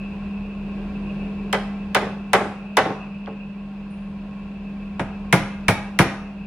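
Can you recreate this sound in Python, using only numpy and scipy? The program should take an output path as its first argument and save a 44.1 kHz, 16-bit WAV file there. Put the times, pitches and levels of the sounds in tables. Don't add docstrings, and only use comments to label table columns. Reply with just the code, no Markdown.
import sys
import numpy as np
from scipy import signal
from scipy.fft import rfft, irfft, next_fast_len
from scipy.io import wavfile
from scipy.ndimage import uniform_filter1d, map_coordinates

SR = 44100
rng = np.random.default_rng(int(sys.argv[2]) if len(sys.argv) > 2 else 0)


def wav_out(sig):
    wavfile.write(sys.argv[1], SR, np.round(np.clip(np.atleast_2d(sig).T, -1, 1) * 32767).astype(np.int16))


N = 284886
TIME = np.arange(N) / SR
HIT = np.arange(SR // 2) / SR

# start_s, knock_db, brightness_db_per_octave, tock_pitch_hz,
# tock_level_db (relative to knock_db), first_hop_s (of the batten; 0 = no slap and no hops)
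BLOWS = [(1.5280, -15, 0, 3175, -11.5, 0.0065), (1.9472, -11, 1.5, 1990, -10, 0.06),
         (2.3323, -8.5, 0, 867.7, -11, 0.059), (2.7695, -9, -0.5, 907, -8, .0675),
         (4.995, -21, -2, 896, -4, 0), (5.3260, -9.5, -0.5, 2115, -7.5, 0),
         (5.6826, -11, 0.26, 2226, -7.5, 0), (5.989, -9.5, -0.1, 2059, -8, 0.00055)]
# pitch_hz, t60_s
WOOD_DECAY = [(200, 0.22), (500, 0.082), (1000, 0.094), (2000, 0.066), (4000, 0.058), (10000, 0.14)]
# pitch_hz, level_db (per Hz)
LOOSE_COLOUR = [(40, -45), (110, -16), (280, -8.5), (400, -6), (560, -3), (850, -5.5), (1200, -4),
                (2000, -8.5), (3000, -15.5), (4400, -23.5), (7000, -32.5), (15000, -55.5)]
# (relative to colour, before modes_db)
LOOSE_MODES = [(406.5, 17.4, 7.5), (442, 22, 3), (548, 27, -1), (628, 40, -2), (780, 55, 6.5), (857, 56, 0),
               (855, 13, -9), (1078, 16, 3), (1330, 45, -14), (1504, 49, -3), (1624, 67, -5.5),
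               (1803, 18, -3), (2002, 45, 5.5), (2246, 86, -1.5), (3030, 82, -1.5)]
# pitch_hz, level_db (per Hz)
FIRM_COLOUR = [(30, -30), (100, -10), (200, -2), (330, -2), (500, -2), (850, -1), (1150, -5), (1700, -4.5),
               (2200, -7.5), (2600, -8.5), (3600, -16), (4700, -28.5), (8000, -30), (15000, -49)]
# (relative to colour, before modes_db)
FIRM_MODES = [(340.7, 13, 7), (435, 7.6, -11), (554, 17, -7), (600, 64, -10), (714, 63, -15), (820, 87, -9),
              (900, 39, -7), (1025, 30, -2.5), (1253, 44, -1), (1410, 32, 1), (1650, 63, 1),
              (1913, 22, 0.5), (2250, 208, 0.5), (3810, 150, 1)]
# pitch_hz, level_db (before scatter), t60_s
BENCH = [(75, -16, 0.21), (107.4, -5.5, 0.12), (137.5, 0, 0.1), (181, -1, 0.09), (242, -8, 0.071),
         (331, -11.5, 0.064)]
MOVE_S = 4.0
LOOSE_SWELL_S, FIRM_SWELL_S = 0.006, 0.0045
LOOSE_CRACK_DB, FIRM_CRACK_DB = -14.5, -12.5
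LOOSE_THUMP_DB, FIRM_THUMP_DB = -24.5, -3
BITE_DB, BITE_SLOPE = -15, 1.7


def chopping():
    out = np.zeros((2, N))
    grain = dying(WOOD_DECAY)
    for start_s, knock_db, tilt_db, tock_hz, tock_db, hop_s in BLOWS:
        loose = start_s < MOVE_S
        swell_s = (LOOSE_SWELL_S if loose else FIRM_SWELL_S) * amp(knock_db)
        shiver = (grain + 0.73 * dying(WOOD_DECAY)) * (1 - np.exp(-(HIT / swell_s) ** 2))
        if loose:
            wood = amp(0.57) * timber(shiver, LOOSE_COLOUR, LOOSE_MODES, modes_db=-0.5,
                                      tilt_db=tilt_db, travel_s=0.001993)
            steel = amp(LOOSE_CRACK_DB) * chisel(crack_t60=0.037, ring_db=-5.5, ring_t60=0.044, click_db=1.5)
            thump_db = LOOSE_THUMP_DB
        else:
            wood = amp(1.27) * timber(shiver, FIRM_COLOUR, FIRM_MODES, modes_db=-3,
                                      tilt_db=tilt_db, travel_s=0.001801)
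            steel = amp(FIRM_CRACK_DB) * chisel(crack_t60=0.17, ring_db=-2.0, ring_t60=0.14, click_db=11)
            thump_db = FIRM_THUMP_DB
        bite_db = BITE_SLOPE * min(knock_db - BITE_DB, 0)
        blow = wood + amp(bite_db) * soften(steel, knock_db) + amp(tock_db) * tock(tock_hz, t60=0.018)
        thump = unit_hit(ring(BENCH, scatter_db=2.5))[None]
        add(out, start_s, amp(knock_db - 3) * in_room(blow, wet_db=-6.5, build_s=0.0032))
        add(out, start_s + 0.004998, amp(knock_db + thump_db) * in_room(thump, wet_db=-23.5, build_s=0.029))
        if hop_s > 0:
            for delay_s, level_db, clack_tilt_db in rebounds(hop_s, count=2):
                add(out, start_s + delay_s, amp(knock_db + level_db) * clack(clack_tilt_db))
    return out


# pitch_hz, correlation (no unit)
WOOD_ALIKE = [(200, 1), (500, 0.99), (1000, 0.84), (2000, 0.56), (4000, 0.096), (12000, .1)]


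def timber(shiver, colour, modes, modes_db, tilt_db, travel_s):
    def response(hz):
        body = amp(along(colour, hz)) * (1 + amp(modes_db) * resonances(modes, hz))
        lag_s = travel_s * np.maximum(2.5 * np.sqrt(1000 / np.maximum(hz, 250)) - 1.5, 0)
        slope = amp(tilt_db * np.log2(np.clip(hz, 250, 5000) / 1000))
        return body * slope * np.exp(-2j * np.pi * np.cumsum(lag_s) * hz[1])
    return unit_hit(filtered(stereo(even(shiver, size=160), WOOD_ALIKE), response))


# pitch_hz, level_db (per Hz)
CRACK = [(1500, -22), (3200, 6.5), (5500, -0.5), (8000, -3.5), (9800, -9), (12000, -9.5), (16000, -12.5)]
# pitch_hz, width_hz, level_db
STEEL = [(5570, 390, -3), (6740, 400, -13.5), (9910, 500, -11.5), (9400, 500, -11), (9400, 500, -7.5)]


def chisel(crack_t60, ring_db, ring_t60, click_db):
    bursts = amp(3.0 * map_coordinates(rng.standard_normal(500), [HIT * 900]))
    click = amp(click_db - 60 * HIT / 0.0045)
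    force = bursts * amp(-60 * HIT / crack_t60) + click
    snapping = rng.standard_normal((2, len(HIT))) * force
    crack = unit_hit(filtered(snapping, lambda hz: amp(along(CRACK, hz))))
    shake = rng.standard_normal((2, len(HIT))) * amp(-60 * HIT / ring_t60)
    return crack + amp(ring_db) * unit_hit(filtered(shake, lambda hz: resonances(STEEL, hz)))


def soften(crack, knock_db):
    return dulled(crack, 44000 * amp(0.6 * knock_db))


def tock(hz, t60):
    envelope = amp(-60 * HIT / t60) * (1 - np.exp(-HIT / 0.0013))
    return unit_hit(np.sin(2 * np.pi * hz * HIT) * envelope)


def ring(modes, scatter_db):
    total = np.zeros(len(HIT))
    for k, (hz, level_db, t60) in enumerate(modes):
        envelope = amp(level_db + scatter_db * rng.normal() - 60 * HIT / t60)
        total += (-1) ** k * envelope * np.sin(2 * np.pi * hz * HIT)
    return total


SLAP_S, SLAP_DB, SLAP_TILT_DB = 0.0165, -6.5, 0.5
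LANDING_DB, LANDING_TILT_DB = -13.5, -5.5
USUAL_HOP_S, HOP_DB_PER_S = 0.06, 300
HOP_SHRINK = 0.74
HOP_LOSS_DB, HOP_DULL_DB = 5, 1.5


def rebounds(hop_s, count):
    landings_s = SLAP_S + np.cumsum(hop_s * HOP_SHRINK ** np.arange(count))
    first_db = LANDING_DB + HOP_DB_PER_S * (hop_s - USUAL_HOP_S)
    hits = [(SLAP_S, SLAP_DB, SLAP_TILT_DB)]
    for k, delay_s in enumerate(landings_s):
        hits.append((delay_s, first_db - HOP_LOSS_DB * k, LANDING_TILT_DB - HOP_DULL_DB * k))
    return hits


def clack(tilt_db):
    wood = timber(dying(WOOD_DECAY), LOOSE_COLOUR, LOOSE_MODES, modes_db=-2,
                  tilt_db=tilt_db, travel_s=0.001031)
    return in_room(wood, wet_db=-9.5, build_s=0.012)


NUDGE_S = 3.260
NUDGE_DB, NUDGE_TICK_DB = -30.5, -48


def nudge():
    out = np.zeros((2, N))
    tick = dulled(chisel(crack_t60=0.012, ring_db=-15, ring_t60=0.03, click_db=6), edge_hz=4400)
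    shiver = dying(WOOD_DECAY) * (1 - np.exp(-(HIT / 0.0043) ** 2))
    wood = timber(shiver, LOOSE_COLOUR, LOOSE_MODES, modes_db=1, tilt_db=-5.5, travel_s=0.00299)
    add(out, NUDGE_S, amp(NUDGE_TICK_DB) * in_room(tick, wet_db=-4, build_s=0.01))
    add(out, NUDGE_S + 0.0068, amp(NUDGE_DB) * in_room(wood, wet_db=-8, build_s=0.015))
    return out


def blade_tink():
    out = np.zeros((2, N))
    envelope = amp(-60 * HIT / 0.7) * (1 - np.exp(-HIT / 0.008))
    scrape = rng.standard_normal((2, len(HIT))) * envelope
    tink = unit_hit(filtered(scrape, lambda hz: resonances([(9350, 690, 0)], hz) ** 2))
    add(out, 3.895, amp(-61.0) * tink)
    return out


# pitch_hz, t60_s
ROOM_DECAY = [(100, 0.27), (400, 0.44), (1000, 0.72), (2200, 0.45), (5000, 0.52), (10000, 0.45),
              (15000, 0.12)]
# pitch_hz, level_db
ROOM_COLOUR = [(100, 12.5), (400, 0), (1000, -1.5), (2200, 1), (5000, -1), (10000, -7), (15000, -11.5)]
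# pitch_hz, correlation (no unit)
ROOM_ALIKE = [(150, 0.96), (500, 0.97), (1000, 0.93), (2000, 0.61), (4000, 0.068), (12000, 0.15)]


def in_room(sound, wet_db, build_s):
    tail = even(dying(ROOM_DECAY) * (1 - np.exp(-(HIT / build_s) ** 2)), size=160)
    tail = stereo(filtered(tail, lambda hz: amp(along(ROOM_COLOUR, hz))), ROOM_ALIKE)
    answer = signal.fftconvolve(sound[:1], tail, axes=1)[:, :len(HIT)]
    return sound + amp(wet_db) * answer


# start_s, level_db (relative to usual)
DRONE = [(0, 0.5), (.55, 0), (.75, 2.5), (1.4, 2.8), (2.1, -0.8), (3.2, -5), (5.3, -0.8), (6.46, -4)]
# start_s, level_db
RUMBLE = [(0, -43), (.9, -38), (1.8, -43), (2.7, -50.5), (5.2, -42), (6.46, -46.5)]
# start_s, level_db
WHIRRING = [(0, -49), (.8, -51), (1.1, -47), (1.7, -51.5), (3.4, -48.5), (3.6, -55.5), (6.46, -51.5)]
# pitch_hz,
# level_db (relative; below 100 Hz they follow the rumble, above it the hum), waver (0-1)
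TONES = [(35, -17.5, .15), (40, -11.5, .1), (70.4, -17.5, 0.01), (76.6, -16.5, 0.5), (86, -24, 0.6),
         (144, -27.5, 1), (153.5, -17.5, 0), (180.2, -12.5, 0.4), (278, -25, 0.2), (431, -23, 0.02)]
# pitch_hz, level_db (per Hz)
AIR = [(20, -14.5), (120, -4), (160, 11), (240, 0.5), (450, -4), (500, -9.5), (600, -5), (1100, -9.5),
       (1200, -13.5), (2100, -16.5), (3300, -20), (4800, -27), (5600, -34), (13000, -46), (15000, -65.5)]
# pitch_hz, width_hz, level_db (relative to AIR)
AIR_MODES = [(333, 10, -7), (540, 37, 0.5), (622, 7.8, 4.5), (761, 18, -1), (983, 12, -1), (1024, 14, -3),
             (1076.6, 17, 7.5), (1390, 50, -2.5), (1596, 32, 2.5), (2347, 18, 12.5), (5000, 50, -7)]
# pitch_hz, level_db (per Hz)
LOW_RUSH = [(200, -29.5), (260, -1.5), (330, 0), (450, -0.5), (500, -13), (630, -6), (800, -17),
            (1200, -29), (3000, -68)]
# pitch_hz, level_db (per Hz)
WHIR = [(2000, -40), (2380, -15.5), (2490, -2), (2550, -4.5), (2605, 6.5), (2660, -7.5), (2770, -3),
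        (2870, -12), (2960, -28), (4000, -57)]
HUM_HZ = 200.2
HUM_DB, AIR_DB, LOW_RUSH_DB = -31, -41.5, -51.5
HUM_FOLLOWS, AIR_FOLLOWS, LOW_RUSH_FOLLOWS = 0.67, 0.63, 3.1


def machine():
    drone_db, rumble_db, whir_db = curve(DRONE), curve(RUMBLE), curve(WHIRRING)
    hum_db = HUM_DB + HUM_FOLLOWS * drone_db
    air_db = AIR_DB + AIR_FOLLOWS * drone_db
    low_rush_db = LOW_RUSH_DB + LOW_RUSH_FOLLOWS * drone_db
    hum = amp(hum_db) * tone(HUM_HZ, waver=0.11)
    shafts = np.zeros(N)
    for hz, level_db, waver in TONES:
        followed_db = rumble_db + 9.5 if hz < 100 else hum_db - 1.3
        shafts += amp(level_db + followed_db) * tone(hz, waver)
    air = noise(lambda hz: amp(along(AIR, hz)) * (1 + resonances(AIR_MODES, hz)))
    low_rush = noise(lambda hz: amp(along(LOW_RUSH, hz)))
    whir = noise(lambda hz: amp(along(WHIR, hz)))
    air = amp(air_db + 0.42 * wobble(5.8)) * air
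    low_rush = amp(low_rush_db + 2.0 * wobble(23)) * low_rush
    whir = amp(whir_db + 1.8 * wobble(21)) * whir
    return hum + shafts + air + low_rush + whir


def tone(hz, waver):
    drift = 1 + waver * (wobble(6.2) + 1j * wobble(6.5))
    return unit(np.real(drift * np.exp(2j * np.pi * (hz * TIME + rng.random()))))


def noise(colour):
    return unit(stereo(filtered(rng.standard_normal((2, N)), colour), ROOM_ALIKE))


def amp(db):
    return 10 ** (np.asarray(db) / 20)


def unit(x):
    return x / np.sqrt(np.mean(x ** 2) + 1e-20)


def unit_hit(x):
    return unit(x) * np.sqrt(SR / 50 / x.shape[-1])


def along(points, hz):
    f, v = np.transpose(points)
    return np.interp(np.log(hz + 1), np.log(f + 1), v)


def curve(rows):
    start_s, level_db = np.transpose(rows)
    return np.interp(TIME, start_s, level_db)


def wobble(rate):
    return map_coordinates(rng.standard_normal(int(N * rate / SR) + 4), [TIME * rate])


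def filtered(x, response):
    size = x.shape[-1]
    m = next_fast_len(size + SR // 4)
    return irfft(rfft(x, m) * response(np.fft.rfftfreq(m, 1 / SR)), m)[..., :size]


def resonances(modes, hz):
    return sum(amp(db) * 1j * hz * w / (c * c - hz * hz + 1j * hz * w) for c, w, db in modes)


def dulled(x, edge_hz):
    return signal.sosfilt(signal.butter(6, min(edge_hz, 0.47 * SR), fs=SR, output="sos"), x)


def dying(decay):
    hz, t, z = signal.stft(rng.standard_normal((2, len(HIT))), SR, nperseg=128)
    fading = z * amp(-60 * t / along(decay, hz)[:, None])
    return signal.istft(fading, SR, nperseg=128)[1][:, :len(HIT)]


def even(x, size):
    z = rfft(x, 2 * len(HIT))
    power = np.abs(uniform_filter1d(np.abs(z) ** 2, size))
    return irfft(z / np.sqrt(power + 1e-12))[..., :len(HIT)]


def stereo(pair, alike):
    def mid_side(hz):
        turn = np.arccos(np.clip(along(alike, hz), -1, 1)) / 2
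        return np.array([np.cos(turn), np.sin(turn)])
    mid, side = filtered(pair, mid_side)
    return np.array([mid + side, mid - side])


def add(track, start_s, sound):
    part = track[:, round(start_s * SR):][:, :sound.shape[-1]]
    part += sound[..., :part.shape[-1]]


def scene():
    return chopping() + nudge() + blade_tink() + machine()


TOP_HZ = 15900


def record(dry):
    rounded = dry / (1 + np.abs(dry / 0.85) ** 4) ** (1 / 4)
    return signal.sosfilt(signal.butter(16, TOP_HZ, fs=SR, output="sos"), rounded)


dry = scene()
out = record(dry)
wav_out(out)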